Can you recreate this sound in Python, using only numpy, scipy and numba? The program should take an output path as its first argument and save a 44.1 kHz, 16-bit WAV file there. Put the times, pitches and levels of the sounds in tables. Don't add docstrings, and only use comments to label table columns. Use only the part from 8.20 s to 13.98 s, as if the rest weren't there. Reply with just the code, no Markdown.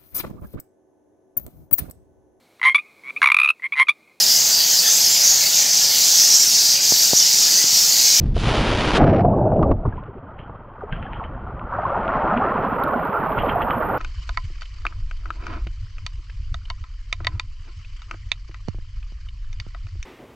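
import sys
import numpy as np
from scipy import signal
from scipy.fft import rfft, irfft, next_fast_len
from scipy.io import wavfile
from scipy.ndimage import uniform_filter1d
from numba import njit

SR = 44100
rng = np.random.default_rng(int(sys.argv[2]) if len(sys.argv) > 2 else 0)


def materialize(psi):
    bounded = np.clip(np.atleast_2d(psi).T, -1, 1)
    quanta = np.round(bounded * 32767).astype(np.int16)
    wavfile.write(sys.argv[1], SR, quanta)


N = 254898
TIME = np.arange(N) / SR
TOUCH_S, DIVE_S, FLOOD_S, SURFACE_S, DRAIN_S = 0.14, 0.779, 1.007, 1.515, 4.05
WASH_RISE_S = 0.006

# start in seconds, thump pitch in Hz, thump and smack levels in dB.
SLAPS = [(0.164, 128, -30.5, -17), (0.779, 192, -4, -10.5), (0.801, 208, -3.5, -19.5),
         (1.049, 149, -8.5, -14.5), (1.319, 153, -18, -15), (1.392, 153.6, -9, -23.5),
         (1.427, 130, -13, -16.5), (1.514, 103.4, -5.5, -15), (1.652, 136, -7, -16),
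         (2.195, 129.5, -24, -40), (2.294, 154, -23, -31), (2.724, 172, -10.5, -43.5),
         (3.244, 132, -22, -36.5), (5.172, 135, -12, -27.5)]
# start in seconds, relative splat and wash levels in dB, drain time in seconds.
DROPS = [(1.77, -43.5, -66, 0.018), (2.191, -30.5, -50, 0.026), (2.7259, -20, -42, 0.037),
         (2.827, -28, -52, 0.045), (2.933, -26, -46, 0.029), (3.04, -28.5, -46, 0.011),
         (3.395, -32.5, -61.5, 0.0094), (4.175, -19.5, -48, 0.0064), (5.187, -17.5, -32.5, 0.018),
         (5.294, -20, -33, 0.013), (5.42, -17, -38, 0.0055), (5.508, -16, -39, 0.0085)]
# frequency in Hz, gain in dB.
CHURN_COLOUR = [(250, -23), (420, -4.5), (600, 0.5), (900, 2), (1430, -2), (1650, -13), (2200, -16.5),
                (3500, -35.5), (5700, -50.5), (7500, -76)]


def from_db(db):
    return 10 ** (np.asarray(db) / 20)


def rms_one(x):
    return x / np.sqrt(np.mean(x ** 2) + 1e-20)


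def steady(x):
    power = uniform_filter1d(x ** 2, SR // 9)
    return x / np.sqrt(np.abs(power) + np.mean(x ** 2) / 1000)


def drift(rate):
    pole = np.exp(-80 * np.pi * rate / SR)
    slow = signal.lfilter([1], [1, -2 * pole, pole * pole], rng.standard_normal(N // 40 + 2002))[2000:]
    return np.interp(np.arange(N) / 40, np.arange(len(slow)), rms_one(slow))


def envelope(start_s, end_s, attack_s, release_s, sag_db_per_s=0):
    age = np.maximum(TIME - start_s, 0)
    hold = from_db(-sag_db_per_s * np.minimum(age, end_s - start_s))
    return (1 - np.exp(-age / attack_s)) * hold * np.exp(-np.clip((TIME - end_s) / release_s, 0, 20))


def surges(times, levels_db, rise_s, falls_s):
    rows = np.broadcast_arrays(np.atleast_1d(times), levels_db, falls_s)
    return sum(from_db(db) * np.exp(-np.minimum(np.maximum((s - TIME) / rise_s, (TIME - s) / fall), 20))
               for s, db, fall in zip(*rows))


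def agitation(follows, lag_s=0, emerge_s=0.62):
    # time in seconds, relative level in dB.
    churn = [(1.7, -29), (1.92, -43.5), (2.5, -44), (2.78, -37.5), (3.45, -38), (3.55, -25), (3.8, -21),
             (4.12, -19.5), (4.3, -19), (4.58, -23), (4.75, -21), (4.88, -23), (4.97, -22), (5.78, -21)]
    s, db = np.transpose(churn)
    emerged = np.clip((TIME - SURFACE_S) / emerge_s, 0, 1)
    return from_db(follows * (np.interp(TIME - lag_s, s, db) - db.max())) * emerged


def colour(x, points):
    size = 2 * next_fast_len(N // 2 + SR // 10)
    hz, db = np.transpose(points)
    grid = np.maximum(np.arange(size // 2 + 1) * SR / size, 1)
    cepstrum = irfft(np.log(from_db(np.interp(np.log(grid), np.log(hz), db))))
    cepstrum[1:size // 2] *= 2
    cepstrum[size // 2 + 1:] = 0
    return irfft(rfft(x, size) * np.exp(rfft(cepstrum)))[..., :N]


def strikes(rows, points):
    clicks, unit = np.zeros((2, N))
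    unit[0] = 1
    for s, db in rows:
        clicks[int(s * SR)] += from_db(db)
    sound, response = colour(np.array([clicks, unit]), points)
    return sound / np.abs(response).max()


def droplets(per_s, spread_db, clump_db):
    born = rng.random(N) < per_s * from_db(clump_db * drift(35)) / SR
    return born * from_db(spread_db * np.minimum(rng.exponential(1, N), 4)) * rng.choice([-1, 1], N)


@njit
def ring_bubbles(start, hz, height, cycles, rise, swell):
    out = np.zeros(N)
    for k in range(len(start)):
        length = cycles[k] * SR / hz[k]
        first, phase = int(start[k] * SR), 0.
        for i in range(min(int(length), N - first)):
            age = i / length
            phase += 2 * np.pi * hz[k] * (1 + rise[k] * age) / SR
            out[first + i] += height[k] * np.exp(-6.9 * age) * (1 - np.exp(-age / swell)) * np.sin(phase)
    return out


def bubbles(span, low_hz, high_hz, cycles, spread_db, rise, count, swell=0.18, centre=None):
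    when, pitch, size, life, climb = rng.random((count, 5)).T
    start = span[0] + (span[1] - span[0]) * when
    hz = low_hz + (high_hz - low_hz) * pitch + (np.interp(start, *np.transpose(centre)) if centre else 0)
    height = np.sqrt(hz) * from_db(spread_db * np.minimum(-np.log(1 - size), 3))
    polarity = (-1) ** np.arange(count)
    return ring_bubbles(start, hz, height * polarity, cycles * (.5 + life), 2 * rise * climb, swell)


def buffeting(wind_db=-17.5, sunk_db=-29.0, shove_db=-14.5, water_hz=1800.0):
    # frequency in Hz, gain in dB.
    eddy_colour = [(12, -13.5), (30, 0.5), (60, -4), (110, -5), (200, -14.5), (330, -22), (500, -33),
                   (1500, -50.5), (5000, -59), (7500, -73.5), (9000, -81.5)]
    # time in seconds, level in dB.
    rumble = [(1.7, -36.5), (2.45, -44.5), (2.9, -32.5), (4.07, -33.5), (4.95, -39.5), (5.26, -32.5),
              (5.78, -34)]
    eddies = steady(colour(rng.standard_normal(N), eddy_colour) * from_db(3 * drift(28)))
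    dull_eddies = signal.sosfilt(signal.butter(2, water_hz, fs=SR, output="sos"), eddies)
    wind = from_db(wind_db) * envelope(0, DIVE_S, 0.0027, 0.0055, sag_db_per_s=9.5)
    afloat = from_db(np.interp(TIME, *np.transpose(rumble))) * agitation(follows=0)
    water = from_db(sunk_db) * envelope(DIVE_S, SURFACE_S, .01, 0.048) + afloat
    s, _, thump_db, _ = np.transpose(SLAPS)
    shoves = surges(s, thump_db + shove_db, .005, 0.089)
    return wind * eddies + np.hypot(water, shoves) * dull_eddies


def spray(fine_db=-27.5, heavy_db=-19.5, heavy_lag_s=0.075, heavy_hz=1720.0, side_db=-3.0):
    # frequency in Hz, gain in dB.
    spray_colour = [(80, -16.5), (170, 0), (450, -1.5), (1000, -4.5), (1500, -7), (2100, -9.5),
                    (3100, -6.5), (4500, -13.5), (6500, -21), (8200, -29.5), (10300, -29), (12000, -77.5)]
    wall = 1 + surges(DIVE_S, 0, 0.033, 0.033)
    crest = surges(0.32, -7, 0.04, 0.04)
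    fine = from_db(fine_db) * (wall + crest) * envelope(TOUCH_S, DIVE_S, 0.038, 0.0066)
    heavy = from_db(heavy_db) * wall * envelope(TOUCH_S + heavy_lag_s, DIVE_S, 0.033, 0.0031)
    rain, stray = (steady(colour(droplets(5000, spread_db=3, clump_db=2), spray_colour)) for _ in range(2))
    body = signal.lfilter(*signal.butter(1, heavy_hz, fs=SR), rain)
    middle = heavy * body + fine * (rain - body)
    side = from_db(side_db) * fine * signal.lfilter(*signal.butter(2, 9000, "high", fs=SR), stray)
    return np.array([middle + side, middle - side])


def slaps(cycles=9.6, sag=0.17, smack_s=0.0075):
    # frequency in Hz, gain in dB.
    smack_colour = [(120, -7), (400, 8.5), (700, 1.5), (1150, -2.5), (1450, -16), (2000, -39),
                    (4000, -64.5), (7000, -94.5)]
    s, hz, thump_db, smack_db = np.transpose(SLAPS)
    each = np.ones(len(s))
    thumps = ring_bubbles(s, hz, from_db(thump_db), cycles * each, -sag * each, swell=0.1)
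    force = sum(from_db(db) * (TIME >= at) * np.exp(-np.minimum(np.abs(TIME - at) / smack_s, 20))
                for at, db in zip(s, smack_db))
    noise = rng.standard_normal(N)
    smacks, even = colour(np.array([force * noise, noise]), smack_colour)
    return thumps + smacks / even.std()


def bubble_cloud(cloud_db=-18.0, plunge_db=-12.0, trail_db=-37.0, hollow_db=-5.0, ping_db=-68.5):
    # time in seconds, pitch in Hz.
    gurgle = [(0.8, 730), (0.956, 585), (1.01, 726), (1.19, 586), (1.32, 645), (1.48, 556), (1.57, 650)]
    # frequency in Hz, gain in dB.
    cloud_colour = [(60, 1.5), (130, 0), (240, -2), (450, -6.5), (620, -8.5), (820, -9), (1050, -23.5),
                    (1300, -30.5), (1650, -38), (3000, -59.5), (5000, -95)]
    span = DIVE_S, SURFACE_S + 0.13
    sunk = envelope(DIVE_S, SURFACE_S, 0.031, 0.015)
    cloud = from_db(cloud_db) * sunk + from_db(trail_db) * envelope(SURFACE_S, span[1], .005, .02)
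    plunge = sunk * surges(DIVE_S, plunge_db, .01, 0.1)
    swarm = bubbles(span, 70.0, 1598, cycles=14.4, spread_db=1.5, rise=0.19, count=1800)
    hollow = bubbles(span, -57.5, 43, cycles=27, spread_db=1.0, rise=0.07, count=200, centre=gurgle)
    pings = bubbles((DIVE_S, SURFACE_S), 2200, 3100, cycles=50, spread_db=1.5, rise=.05, count=60)
    return ((cloud + plunge) * steady(colour(swarm, cloud_colour))
            + cloud * from_db(hollow_db) * steady(hollow)
            + from_db(ping_db) * steady(pings))


def crackle(dive_db=-28.0, flooded_db=-60.0, burst_s=0.0054):
    # time in seconds, level in dB.
    bursts = [(0.84, -21.5), (0.931, -29), (0.984, -30), (1.007, -33), (1.427, -30), (1.515, -34.5)]
    # frequency in Hz, gain in dB.
    burst_colour = [(600, -8), (1200, 13), (1900, 5.5), (2900, -3), (3800, -14), (6000, -22.5), (7200, -85),
                    (10000, -96)]
    flooding = from_db(dive_db) * envelope(DIVE_S, FLOOD_S, 0.0016, 0.0078, sag_db_per_s=33.5)
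    flooded = from_db(flooded_db) * envelope(DIVE_S, SURFACE_S, 0.031, 0.015)
    small = steady(colour(droplets(1000, spread_db=3, clump_db=3.5), burst_colour))
    big = rms_one(colour(rng.standard_normal(N), burst_colour))
    return (flooding + flooded) * small + surges(*np.transpose(bursts), 0.00035, burst_s) * big


def glugs(gain_db=10.0, cycles_at_1khz=51.0, rise=0.15):
    # start in seconds, pitch in Hz, relative level in dB.
    big_bubbles = [(0.803, 820, -18), (0.941, 544, -17.5), (1.047, 693, -14), (1.08, 618, -20),
                   (1.135, 1070, -28.5), (1.431, 1114, -23), (1.725, 1600, -41), (1.778, 975, -32.5),
                   (2.634, 407, -32.5), (2.729, 1545, -31.5), (2.864, 1650, -37), (3.652, 1050, -19),
                   (3.72, 544, -23.5), (4.111, 1278, -19.5), (4.122, 204, -24), (4.164, 231, -21),
                   (4.755, 236, -23), (5.357, 688, -18.5), (5.51, 1150, -20.5)]
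    s, hz, db = np.transpose(big_bubbles)
    cycles = cycles_at_1khz * np.sqrt(hz / 1000)
    return ring_bubbles(s, hz, from_db(db + gain_db), cycles, np.full(len(s), rise), swell=0.039)


def drops_on_case(splat_gain_db=1.0, wash_gain_db=0.5, sizzle_db=-46.0):
    # time in seconds, peak in dB.
    ticks = [(1.366, -40), (1.837, -41.5), (3.88, -21.5), (5.12, -28), (5.263, -26)]
    # frequency in Hz, gain in dB.
    splat_colour = [(1000, -11), (1800, 8), (2700, 5.5), (3300, -2), (3600, -14), (4300, -23.5),
                    (5000, -55.5), (9000, -83.5)]
    tick_colour = [(1200, -4.5), (2800, 4.5), (3500, -4.5), (4500, -26.5), (10000, -58.5)]
    s, splat_db, wash_db, drain_s = np.transpose(DROPS)
    washes = surges(s, wash_db + wash_gain_db, WASH_RISE_S, drain_s)
    wetness = from_db(sizzle_db) * agitation(follows=0.91, lag_s=0.097) + washes
    sizzle = steady(colour(droplets(3000, spread_db=2, clump_db=3.5), splat_colour))
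    splats = strikes(zip(s, splat_db + splat_gain_db), splat_colour)
    return splats + strikes(ticks, tick_colour) + wetness * sizzle


def churning(small_db=-22.0, note_db=-6.5, pocket_db=-28.0, lap_db=1.1, laps_per_s=9):
    # frequency in Hz, gain in dB.
    pocket_colour = [(70, -21), (150, -2), (230, -3), (330, -4.5), (470, -6.5), (700, -8.5)]
    laps = from_db(lap_db * drift(laps_per_s))
    span = SURFACE_S, N / SR
    swarm = rms_one(bubbles(span, 328.7, 1918, cycles=33.8, spread_db=0.5, rise=0.17, count=2600))
    foam = rms_one(droplets(1400, spread_db=3.5, clump_db=3.5))
    notes = steady(bubbles(span, 560, 1400, cycles=55, spread_db=1.0, rise=0.16, count=260))
    gulps = bubbles(span, 104.0, 598, cycles=9.6, spread_db=2.5, rise=0.29, count=900)
    small = steady(colour(swarm + 2.48 * foam, CHURN_COLOUR)) + from_db(note_db) * notes
    pockets = steady(colour(gulps, pocket_colour))
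    return (from_db(small_db) * agitation(follows=0.95) * laps * small
            + from_db(pocket_db) * agitation(follows=0.85, lag_s=0.23) * pockets)


def case_ring(linger=1.5):
    # frequency and bandwidth in Hz, level under run-off and under lapping in dB.
    modes = [(1500, 300, -9.5, -55), (3104, 220, -7.5, -70.5)]
    s, _, wash_db, drain_s = np.transpose(DROPS)
    run_off = surges(s, wash_db, WASH_RISE_S, linger * drain_s)
    lapping = agitation(follows=.3)
    out = 0
    for hz, width_hz, run_off_db, lapping_db in modes:
        b, a = signal.iirpeak(hz, hz / width_hz, fs=SR)
        patter = droplets(500, spread_db=2, clump_db=2)
        ringing = steady(signal.lfilter(b, a, signal.lfilter(b, a, patter + 1e-18)))
        out += (from_db(run_off_db) * run_off + from_db(lapping_db) * lapping) * ringing
    return out


def plips(gain_db=6.0, hz=2955.0, drain_times=1.9, fade_db=10, cycles=100.0, count=8):
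    s, _, wash_db, drain_s = np.repeat(DROPS, count, axis=0).T
    late = (np.tile(np.arange(count), len(DROPS)) + rng.random(len(s))) / count
    pitch = hz * (1 + rng.uniform(-1, 1, len(s)) / 10)
    height = from_db(wash_db + gain_db - fade_db * late)
    each = np.ones(len(s))
    return ring_bubbles(s + drain_times * drain_s * late, pitch, height, cycles * each, each / 20, 0.05)


def chuckles(run_s=.032, cycles=20.3, rise=0.087, count=6):
    # start in seconds, pitch at the start and end of the run in Hz, level in dB.
    runs = [(2.607, 1480, 385, -23), (2.996, 1300, 635, -20.5), (3.745, 1160, 642, -10),
            (4.195, 624, 1180, -14), (5.255, 444, 240, -21.5)]
    s, first_hz, last_hz, db = np.repeat(runs, count, axis=0).T
    along = (np.tile(np.arange(count), len(runs)) + rng.random(len(s)) / 2) / count
    pitch = first_hz * (last_hz / first_hz) ** along
    each = np.ones(len(s))
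    return ring_bubbles(s + run_s * along, pitch, from_db(db), cycles * each, rise * each, swell=0.059)


def sloshes(attack_s=0.0017, band_ratio=1.36):
    # time in seconds, pitch in Hz, level in dB, decay time in seconds.
    wavelets = [(3.022, 840, -29.5, 0.0078), (3.268, 980, -31.5, 0.013), (3.413, 980, -30.5, 0.019),
                (3.525, 1350, -27, 0.043), (3.586, 805, -17, 0.0086), (4.95, 1040, -19, 0.0071),
                (5.235, 745, -21.5, 0.0067)]
    swarm = bubbles((SURFACE_S, N / SR), 250, 1680, cycles=6.6, spread_db=0.5, rise=0.083, count=9000)
    foam = colour(swarm, CHURN_COLOUR)
    out = np.zeros(N)
    for s, hz, db, fall_s in wavelets:
        band = signal.butter(2, [hz / band_ratio, hz * band_ratio], "band", fs=SR, output="sos")
        out += surges(s, db, attack_s, fall_s) * rms_one(signal.sosfilt(band, foam))
    return out


def film(fizz_db=-51.5, growth=1.04, pop_db=4.5, tick_db=-8.5):
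    # time in seconds, relative peak in dB.
    pops = [(4.6377, -21.5), (4.6823, -35), (4.851, -36), (5.055, -48), (5.7406, -47)]
    # frequency in Hz, gain in dB.
    port_colour = [(10400, -55.5), (11100, -29), (11700, -11), (12400, -8), (14500, -16), (15200, -36)]
    case_colour = [(1500, -14), (3800, 17), (6000, -14), (10000, -26.5)]
    thinning = np.maximum(TIME - DRAIN_S, 0) ** growth
    bursts = rms_one(colour(droplets(3500, spread_db=4.5, clump_db=3.5), port_colour))
    fizz = from_db(fizz_db) * thinning * bursts + from_db(pop_db) * strikes(pops, port_colour)
    return fizz, from_db(tick_db) * strikes(pops, case_colour)


def scene(width_db=-16.0, wet_width=0.08, lean_db=2.0, film_right_db=-29.5, scatter_db=-10.5):
    fizz, ticks = film()
    centre = (buffeting() + bubble_cloud() + crackle() + churning() + sloshes() + glugs() + slaps()
              + drops_on_case() + case_ring() + plips() + chuckles() + ticks)
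    treble = signal.sosfilt(signal.butter(2, 7000, "high", fs=SR, output="sos"), centre)
    scattered = from_db(scatter_db) * np.interp(TIME - 0.0056, TIME, treble)
    drained = np.clip((TIME - DRAIN_S) / 0.57, 0, 1)
    width = from_db(width_db) * (wet_width + (1 - wet_width) * drained)
    side = width * (churning() + 1.4 * drained * buffeting()) + scattered
    ports = np.array([centre + side, centre - side]) * from_db(lean_db * drained * [[-.5], [.5]])
    return ports + spray() + np.array([fizz, from_db(film_right_db) * film()[0]])


def record(dry, ceiling=.85, cutoff_hz=15000):
    rounded = dry / (1 + (dry / ceiling) ** 10) ** .1
    return signal.sosfilt(signal.ellip(10, .2, 80, cutoff_hz, fs=SR, output="sos"), rounded)


dry = scene()
out = record(dry)
materialize(out)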